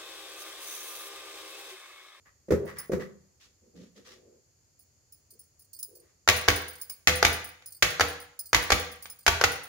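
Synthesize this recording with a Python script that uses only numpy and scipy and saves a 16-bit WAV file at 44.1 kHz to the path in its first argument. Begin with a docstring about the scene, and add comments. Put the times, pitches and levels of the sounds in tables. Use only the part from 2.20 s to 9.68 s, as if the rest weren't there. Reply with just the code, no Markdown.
"""Two dull, hollow bumps and a few faint scrapes sound in a small, hard kitchen. Then a metal cake tin
full of batter is lifted and knocked down on a wooden counter, in five pairs of knocks. Each impact
excites a thud of the base and a clank of the wall, both damped by the batter; the counter booms in
its low modes and the room reverberates. Two charms on the cook's bracelet tinkle as the wrist moves
and after each knock."""
import sys
import numpy as np
from scipy import signal
from scipy.fft import rfft, irfft
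from scipy.io import wavfile
from scipy.ndimage import uniform_filter1d

SR = 44100
rng = np.random.default_rng(int(sys.argv[2]) if len(sys.argv) > 2 else 0)


def store_wav(level_fs):
    """Save 16-bit WAV to argv[1]."""
    pcm = np.round(np.clip(np.atleast_2d(level_fs), -1, 1) * 32767)
    wavfile.write(sys.argv[1], SR, pcm.T.astype(np.int16))


N = 329868
TIME = np.arange(N) / SR

# The tin lands on an edge, falls flat, then rocks once. Levels in all tables are relative.
# (time [s], edge level [dB], wall's share of edge [0-1], fall time [s], flat level [dB],
#  wall's share of flat [0-1], rock time [s], weight on counter [dB], bracelet jolt [dB])
KNOCKS = [(4.0766, -14, 0.17, 0.011, -9.5, 0.98, 0.0098, -31.5, -40.5),
          (4.2803, -18.5, 0.02, 0.0041, -9.5, 0.55, .018, -30, -43),
          (4.8728, -11, 0.98, 0.0089, -15.5, .8, 0.013, -35.5, -43),
          (5.0276, -8, 0.08, .0219, -11.5, 0.94, .016, -32.5, -42),
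          (5.6244, -12.5, 0.85, .0036, -14.5, 0.94, .02, -38, -52),
          (5.7974, -14, 0.04, .0108, -11.5, 0.24, 0.0037, -35, -48.5),
          (6.331, -13, 0.24, .0154, -11, 0.78, .017, -30.5, -46),
          (6.5039, -13, 0.19, 0.016, -12, 0.55, .005, -32, -49),
          (7.065, -14, 0.59, 0.014, -10.5, 0.38, 0.0034, -38.5, -68),
          (7.213, -14, 0.14, 0.026, -10.5, 0.34, .004, -36, -46.5)]


def from_db(db):
    """Amplitude grows tenfold with every 20 dB."""
    return 10 ** (np.asarray(db) / 20)


def at_hz(points, hz):
    """Interpolation on a logarithmic frequency axis."""
    known_hz, values = np.transpose(points)
    return np.interp(np.log(np.maximum(hz, 1)), np.log(known_hz), values)


def unit_energy(x):
    """Energy normalisation: each channel's squares sum to one."""
    return x / np.sqrt(np.sum(x ** 2, axis=-1, keepdims=True) + 1e-20)


def through(x, response):
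    """A linear system convolves its input with its impulse response."""
    return signal.oaconvolve(np.atleast_2d(x), np.atleast_2d(response), axes=-1)[:, :N]


def coloured(x, spectrum, size=4096):
    """Minimum-phase filtering: a causal response of the given spectral shape and unit energy."""
    hz = np.arange(size // 2 + 1) * SR / size
    cepstrum = irfft(np.log(from_db(at_hz(spectrum, hz))))
    cepstrum[1:size // 2] *= 2
    cepstrum[size // 2 + 1:] = 0
    return through(x, unit_energy(irfft(np.exp(rfft(cepstrum)))))


def stereo_noise(count, apart_hz, width):
    """Interaural coherence: noise is alike at both ears in the bass and differs above apart_hz."""
    mid, side = rng.standard_normal((2, count))
    side = width * signal.lfilter(*signal.butter(1, apart_hz, "high", fs=SR), side)
    return np.array([mid + side, mid - side]) / np.sqrt(1 + width ** 2)


def flattened(x):
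    """Spectral whitening gives a burst about the same energy density in every band."""
    spectrum = rfft(x)
    power = uniform_filter1d(np.mean(np.abs(spectrum) ** 2, axis=0), size=160)
    return unit_energy(irfft(spectrum / np.sqrt(power + 1e-20), x.shape[1]))


def impacts(times, levels_db, snap, rise_s, crack_t60, tail_db, tail_t60, apart_hz, width, size=8192):
    """Impact transients: an impulse (snap), a noisy crack of dense modes and a weaker, longer tail."""
    out, t = np.zeros((2, N + size)), TIME[:size]
    decay = from_db(-60 * t / crack_t60) + from_db(tail_db - 60 * t / tail_t60)
    envelope = decay * (1 - np.exp(-t / rise_s))
    for s, level_db in zip(times, levels_db):
        burst = unit_energy(stereo_noise(size, apart_hz, width) * envelope)
        burst[:, 0] += snap
        start = int(s * SR)
        out[:, start:start + size] += from_db(level_db) * flattened(burst) * (1 - t / t[-1])
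    return out[:, :N]


def ringing(times, levels_db, modes, scatter_db, pan_db, detune, phase_spread, rise_s, size=22050):
    """Modal superposition: damped sinusoids whose strength, side and pitch vary from blow to blow."""
    out, t = np.zeros((2, N + size)), TIME[:size]
    hz, mode_db, t60 = np.transpose(modes)
    decay = from_db(-60 * t / t60[:, None]) * (1 - np.exp(-t / rise_s))
    sides = np.array([[1], [-1]])
    for s, level_db in zip(times, levels_db):
        strength, side, shift, lag = rng.standard_normal((4, len(hz)))
        gain = from_db(level_db + mode_db + scatter_db * strength + pan_db * side * sides)
        angle = (2 * np.pi * (hz * (1 + detune * shift))[:, None] * t).astype(np.float32)
        phase = phase_spread * lag * sides   # each mode reaches the two ears out of step
        start = min(int(s * SR), N)
        out[:, start:start + size] += (gain * np.cos(phase)) @ (decay * np.sin(angle))
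        out[:, start:start + size] += (gain * np.sin(phase)) @ (decay * np.cos(angle))
    return out[:, :N]


def still_air():
    """Ambient noise: a faint, stationary background, strongest in the bass."""
    # room tone (frequency [Hz], level [dB])
    air_spectrum = [(18, -47.5), (30, -18), (86, 1), (161, -11.5), (204, -16), (499, -18), (937, -27),
                    (2120, -28), (3870, -33.5), (4420, -21.5), (5590, -23.5), (7090, -14), (7870, -31.5),
                    (14800, -34), (16000, -44.5)]
    return from_db(-66.5) * coloured(stereo_noise(N, apart_hz=300, width=0.94), air_spectrum)


def kitchen(x, build_s=0.0045, size=32768):
    """Reverberation: dense reflections build up, then decay exponentially at each band's own rate."""
    # colour of the reflections (frequency [Hz], level [dB])
    room_spectrum = [(50, -11), (150, 8.5), (270, 3), (480, 1), (1000, 1), (2000, -3), (4000, -2.5),
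                     (7000, -4.5), (15000, 4)]
    # reverberation time (frequency [Hz], T60 [s])
    room_t60 = [(80, 0.78), (250, 0.41), (500, 0.55), (2000, 0.58), (5000, 0.53), (9000, 0.47),
                (15000, 0.28)]
    t, hz = TIME[:size], np.arange(size // 2 + 1) * SR / size
    noise, response = rfft(stereo_noise(size, apart_hz=280, width=0.67)), 0
    centres = np.geomspace(60, 16000, 12)
    for centre, band_weights in zip(centres, np.eye(len(centres))):
        band = irfft(noise * at_hz(np.column_stack([centres, band_weights]), hz))
        response = response + band * from_db(-60 * t / at_hz(room_t60, centre))
    response = unit_energy(response * (1 - np.exp(-(t / build_s) ** 2)))
    return through(x, coloured(response, room_spectrum))


def stroke_envelopes(strokes, attack_s, release_t60):
    """Sustained excitation: each stroke swells, holds and decays; one envelope per level column."""
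    out = 0
    for s, length_s, *levels_db in strokes:
        attack = np.clip((TIME - s) / attack_s, 0, 1)
        release = from_db(-60 * np.clip((TIME - s - length_s) / release_t60, 0, 2))
        out = out + from_db(levels_db)[:, None] * attack * release
    return out


def scrapes():
    """Stick-slip friction excites four resonant regions, grainy as the surfaces catch and slip."""
    # dull slides as things are moved (time [s], length [s], drag level [dB], hollow level [dB])
    slides = [(0.40, 0.053, -58, -33.5), (0.76, 0.042, -39, -38), (1.25, 0.023, -66, -70),
              (1.41, 0.097, -69, -66.5), (1.53, 0.11, -48.5, -55.5), (1.75, 0.044, -54, -53.5),
              (1.85, 0.31, -68, -59.5), (3.11, 0.045, -69.5, -69), (3.67, 0.17, -85, -61.5)]
    # light, bright scrapes (time [s], length [s], rasp level [dB], hiss level [dB])
    light_scrapes = [(0.05, 0.017, -56.5, -72), (0.46, 0.041, -44, -56.5), (0.555, 0.069, -50, -60.5),
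                     (0.79, 0.03, -44.5, -53.5), (1.195, 0.054, -72, -60), (1.55, 0.1, -71.5, -64),
                     (1.75, .03, -65, -59), (1.845, .09, -61, -55.5), (3.81, .1, -74, -78)]
    # friction spectra, low to high (frequency [Hz], level [dB])
    drag_spectrum = [(60, -21), (130, -13.5), (175, -0.5), (230, 3), (290, -2.5), (400, -39.5), (4000, -60)]
    hollow_spectrum = [(250, -25.5), (350, 0), (415, -1.5), (500, 1), (580, -10), (800, -26), (1400, -37),
                       (6000, -65.5)]
    rasp_spectrum = [(700, -11), (1020, -8.5), (1170, 0), (1380, -8), (1750, -3), (1950, 1.5), (2150, -8),
                     (2500, -13.5), (4000, -30.5)]
    hiss_spectrum = [(700, -12), (1500, -5), (3200, 0), (6000, -1), (8500, -13), (15000, -20)]
    catches = uniform_filter1d(rng.standard_normal(N), size=200)
    grain = from_db(1.5 * catches / catches.std())
    drag, hollow = stroke_envelopes(slides, attack_s=0.02, release_t60=.19)
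    rasp, hiss = stroke_envelopes(light_scrapes, attack_s=0.018, release_t60=.25)
    regions = [(drag_spectrum, drag), (hollow_spectrum, hollow),
               (rasp_spectrum, rasp), (hiss_spectrum, hiss)]
    return sum(coloured(stereo_noise(N, apart_hz=700, width=1) * grain * envelope, spectrum)
               for spectrum, envelope in regions)


def bumps():
    """Soft impacts excite mainly the low modes of a hollow body; each contact adds a faint tick."""
    # handling bumps (time [s], touch [dB], main blow [dB], rebound [dB], tick [dB])
    handling_bumps = [(0.284, -35.5, -11, -15, -38.5), (0.696, -25.5, -18.5, -37, -42.5)]
    # modes of the hollow body (frequency [Hz], level [dB], T60 [s])
    hollow_modes = [(81, -35, .28), (154.5, -41.5, .4), (203.6, -24, 0.17), (354, -22, 0.052),
                    (380, -27, 0.28), (400.7, -26.5, 0.28), (516, -29, 0.23), (534, -22.5, .09)]
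    # contact spectra (frequency [Hz], level [dB])
    body_spectrum = [(20, -41), (48, -16.5), (80, -7.5), (130, -12), (200, -8), (290, -4), (385, 4),
                     (540, -1.5), (750, -25.5), (1500, -41), (5000, -86)]
    tick_spectrum = [(300, -4.5), (1100, 2), (1900, 3), (3000, -13.5), (6500, -9.5), (8500, -19),
                     (15000, -18.5)]
    contacts = []
    for s, touch_db, blow_db, rebound_db, tick_db in handling_bumps:
        contacts += [(s, touch_db, tick_db - 22),
                     (s + .022, blow_db - 7.5, tick_db),   # landing, ahead of the main blow
                     (s + .0355, blow_db, tick_db),
                     (s + .051, rebound_db, tick_db - 9.5)]
    times, body_db, ticks_db = np.transpose(contacts)
    body = impacts(times, body_db + 22.5, snap=0.53, rise_s=0.00089, crack_t60=.03,
                   tail_db=-20.5, tail_t60=0.069, apart_hz=300, width=0.4)
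    tick = impacts(times, ticks_db + 32, snap=.1, rise_s=0.0017, crack_t60=.04,
                   tail_db=-5, tail_t60=0.31, apart_hz=1000, width=1)
    ring = ringing(times, body_db + 14, hollow_modes,
                   scatter_db=6.5, pan_db=-1, detune=0.036, phase_spread=.45, rise_s=.003)
    return coloured(body, body_spectrum) + coloured(tick, tick_spectrum) + ring


def swings(lag_s=.075, swing_s=.118, spread_s=.002, loss_db=5):
    """Damped pendulums: jolted by a knock, the charms collide, then again, weaker, a swing later."""
    clinks = []
    for s, _, _, fall_s, *_, jolt_db in KNOCKS:
        for swing, jitter in enumerate(rng.standard_normal(2)):
            clink_s = s + fall_s + lag_s + swing_s * swing + spread_s * jitter
            small_db = jolt_db - loss_db * swing
            large_db = small_db - 4.5
            clinks.append((clink_s, small_db, large_db))
    return clinks


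def charm(times, levels_db, modes, bounce_s, bounce_db, count=3):
    """Inelastic rebounds: a charm strikes, then bounces on its chain at uneven gaps, ever weaker."""
    gaps = bounce_s * rng.uniform(.5, 1.5, (len(times), count))
    touches = times[:, None] + np.cumsum(gaps, axis=1) - gaps[:, :1]
    strengths_db = levels_db[:, None] + bounce_db * np.arange(count)
    return ringing(touches.ravel(), strengths_db.ravel(), modes,
                   scatter_db=2.5, pan_db=2, detune=.006, phase_spread=.6, rise_s=.002, size=5000)


def bracelet():
    """Small bodies have high modes: two charms ring, and their chain rattles and once snaps taut."""
    # clinks as the wrist moves (time [s], small charm [dB], large charm [dB])
    wrist_clinks = [(0.4524, -65, -63), (0.5844, -42, -72), (2.5915, -65.5, -68), (2.9224, -57.5, -71),
                    (3.1048, -79, -57), (3.1923, -58, -63), (3.3925, -61, -64), (3.5308, -74, -50),
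                    (3.5883, -47, -76), (3.6273, -44, -57), (3.7514, -75.5, -56.5), (4.5526, -75, -54),
                    (4.613, -42.5, -56), (4.696, -41.5, -51.5), (5.4585, -48, -57), (5.5205, -66, -50.5),
                    (6.1903, -40, -56), (6.2562, -86, -51), (6.8232, -54, -49), (6.8982, -47.5, -62),
                    (6.988, -75, -57)]
    # modes of the charms (frequency [Hz], level [dB], T60 [s])
    small_modes = [(4893, -19, .1), (5114, -13, .08), (9711, 0, .055), (9790, -4, .04), (14906, -7, .04),
                   (15590, 1, .05)]
    large_modes = [(4392, -13, .08), (4909, -10, .1), (8327, -11, .07), (9320, -3, .06), (9405, -3, .06),
                   (13382, -4, .06), (15067, -1, .06)]
    # rattle of the links (frequency [Hz], level [dB])
    chain_spectrum = [(500, -34.5), (3400, -22), (4800, -3), (7000, -1), (8300, -12), (10000, 7.5),
                      (12000, -6.5), (15000, 5)]
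    times, small_db, large_db = np.transpose(list(wrist_clinks) + swings())
    small = charm(times, small_db + 10, small_modes, bounce_s=0.0097, bounce_db=-3)
    large = charm(times, large_db + 7, large_modes, bounce_s=0.02, bounce_db=-1)
    links = impacts(times, np.maximum(small_db, large_db) + 34, snap=0, rise_s=0.0036, crack_t60=.06,
                    tail_db=-3, tail_t60=0.074, apart_hz=900, width=1)
    taut = impacts(times=[3.6285], levels_db=[-6], snap=.2, rise_s=.0006, crack_t60=.025,
                   tail_db=-17.5, tail_t60=0.075, apart_hz=900, width=1)
    lean_right = from_db([[-1], [1]])
    return (small + large + coloured(links + taut, chain_spectrum)) * lean_right


def tin_contacts(rock_loss_db_per_s=648.5, graze_wall_share=0.62, graze_weight_db=-80.5):
    """Dissipation over a landing (edge, flat, rock): the later the rock, the more the batter absorbs."""
    # the tin grazes the counter as it is lifted (time [s], level [dB])
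    grazes = [(4.699, -47), (5.423, -52.5), (6.856, -38.5)]
    contacts = [(s, level_db, graze_wall_share, graze_weight_db) for s, level_db in grazes]
    for s, edge_db, edge_share, fall_s, flat_db, flat_share, rock_s, weight_db, _ in KNOCKS:
        loss_db = rock_loss_db_per_s * rock_s
        contacts += [(s, edge_db, edge_share, weight_db - 13),   # the edge brings part of the weight
                     (s + fall_s, flat_db, flat_share, weight_db),
                     (s + fall_s + rock_s, flat_db - loss_db, flat_share, weight_db - loss_db)]
    return np.transpose(contacts)


def tin(batter_t60=.014):
    """Impact energy divides between the damped base and wall; the weight drives the counter's modes."""
    # contact spectra of base and wall (frequency [Hz], level [dB])
    thud_spectrum = [(50, -45), (230, -14), (450, 3.5), (640, 0), (820, 2.5), (1000, -4), (1350, 5.5),
                     (2000, -1), (3200, -47.5), (4500, -5), (6700, -15.5), (7800, -33.5), (15000, -31)]
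    clank_spectrum = [(30, -28), (90, -11.5), (200, -11.5), (480, -7), (1050, -11), (1600, -3), (2100, 2.5),
                      (2800, -2.5), (3700, -4), (5500, -8.5), (6800, -5.5), (7800, -19), (10500, -18),
                      (15500, -22.5)]
    # modes of the metal wall and the wooden counter (frequency [Hz], level [dB], T60 [s])
    wall_modes = [(1179, -21, 0.13), (1565, -14.5, .04), (1660, -9, 0.017), (1914, -28, 0.25),
                  (2165, -24.5, 0.1), (2090, 3, 0.009), (2370, -26.5, 0.091), (3640, -31.5, 0.099),
                  (5600, -24.5, 0.06), (6700, -27.5, 0.058)]
    counter_modes = [(59.3, 0.5, 0.18), (81.2, -0.5, 0.45), (94.6, 0, 0.22), (226, -17, 0.24),
                     (290, -16, 0.47), (356, -13.5, 0.34), (489, -11.5, 0.62), (502, -9.5, 0.57)]
    times, level_db, wall_share, weight_db = tin_contacts()
    thud_db = level_db + 10 * np.log10(1 - wall_share)
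    clank_db = level_db + 10 * np.log10(wall_share)
    thud = impacts(times, thud_db + 20.5, snap=0.9, rise_s=0.00053, crack_t60=batter_t60,
                   tail_db=-18, tail_t60=0.1, apart_hz=2470, width=1)
    clank = impacts(times, clank_db + 24.5, snap=0.19, rise_s=0.00039, crack_t60=batter_t60,
                    tail_db=-11, tail_t60=0.099, apart_hz=890, width=1.3)
    wall = ringing(times, clank_db + 3.5, wall_modes,
                   scatter_db=1.76, pan_db=-1, detune=.04, phase_spread=0.72, rise_s=0.00055)
    boom = ringing(times, weight_db + 2.5, counter_modes,
                   scatter_db=4.5, pan_db=-0.7, detune=0.012, phase_spread=0.2, rise_s=.006)
    return coloured(thud, thud_spectrum), coloured(clank, clank_spectrum) + wall, boom


def scene():
    """Superposition of the direct sound, the kitchen's reverberant field and still air."""
    thud, clank, boom = tin()
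    handling, charms, rubbing, air = bumps(), bracelet(), scrapes(), still_air()
    into_room = (from_db(-6.5) * thud + from_db(-3) * clank + from_db(-17.5) * boom
                 + from_db(-10.5) * handling + from_db(-12) * charms + from_db(-13.5) * rubbing)
    return thud + clank + boom + handling + charms + rubbing + kitchen(into_room) + air


def record(dry):
    """Soft saturation rounds the loudest peaks; a steep low-pass filter cuts the highest treble."""
    ceiling, stopband_hz = .98, 16400
    low_pass = signal.cheby2(16, 60, stopband_hz, fs=SR, output="sos")
    return signal.sosfilt(low_pass, ceiling * np.tanh(dry / ceiling))


dry = scene()
out = record(dry)
store_wav(out)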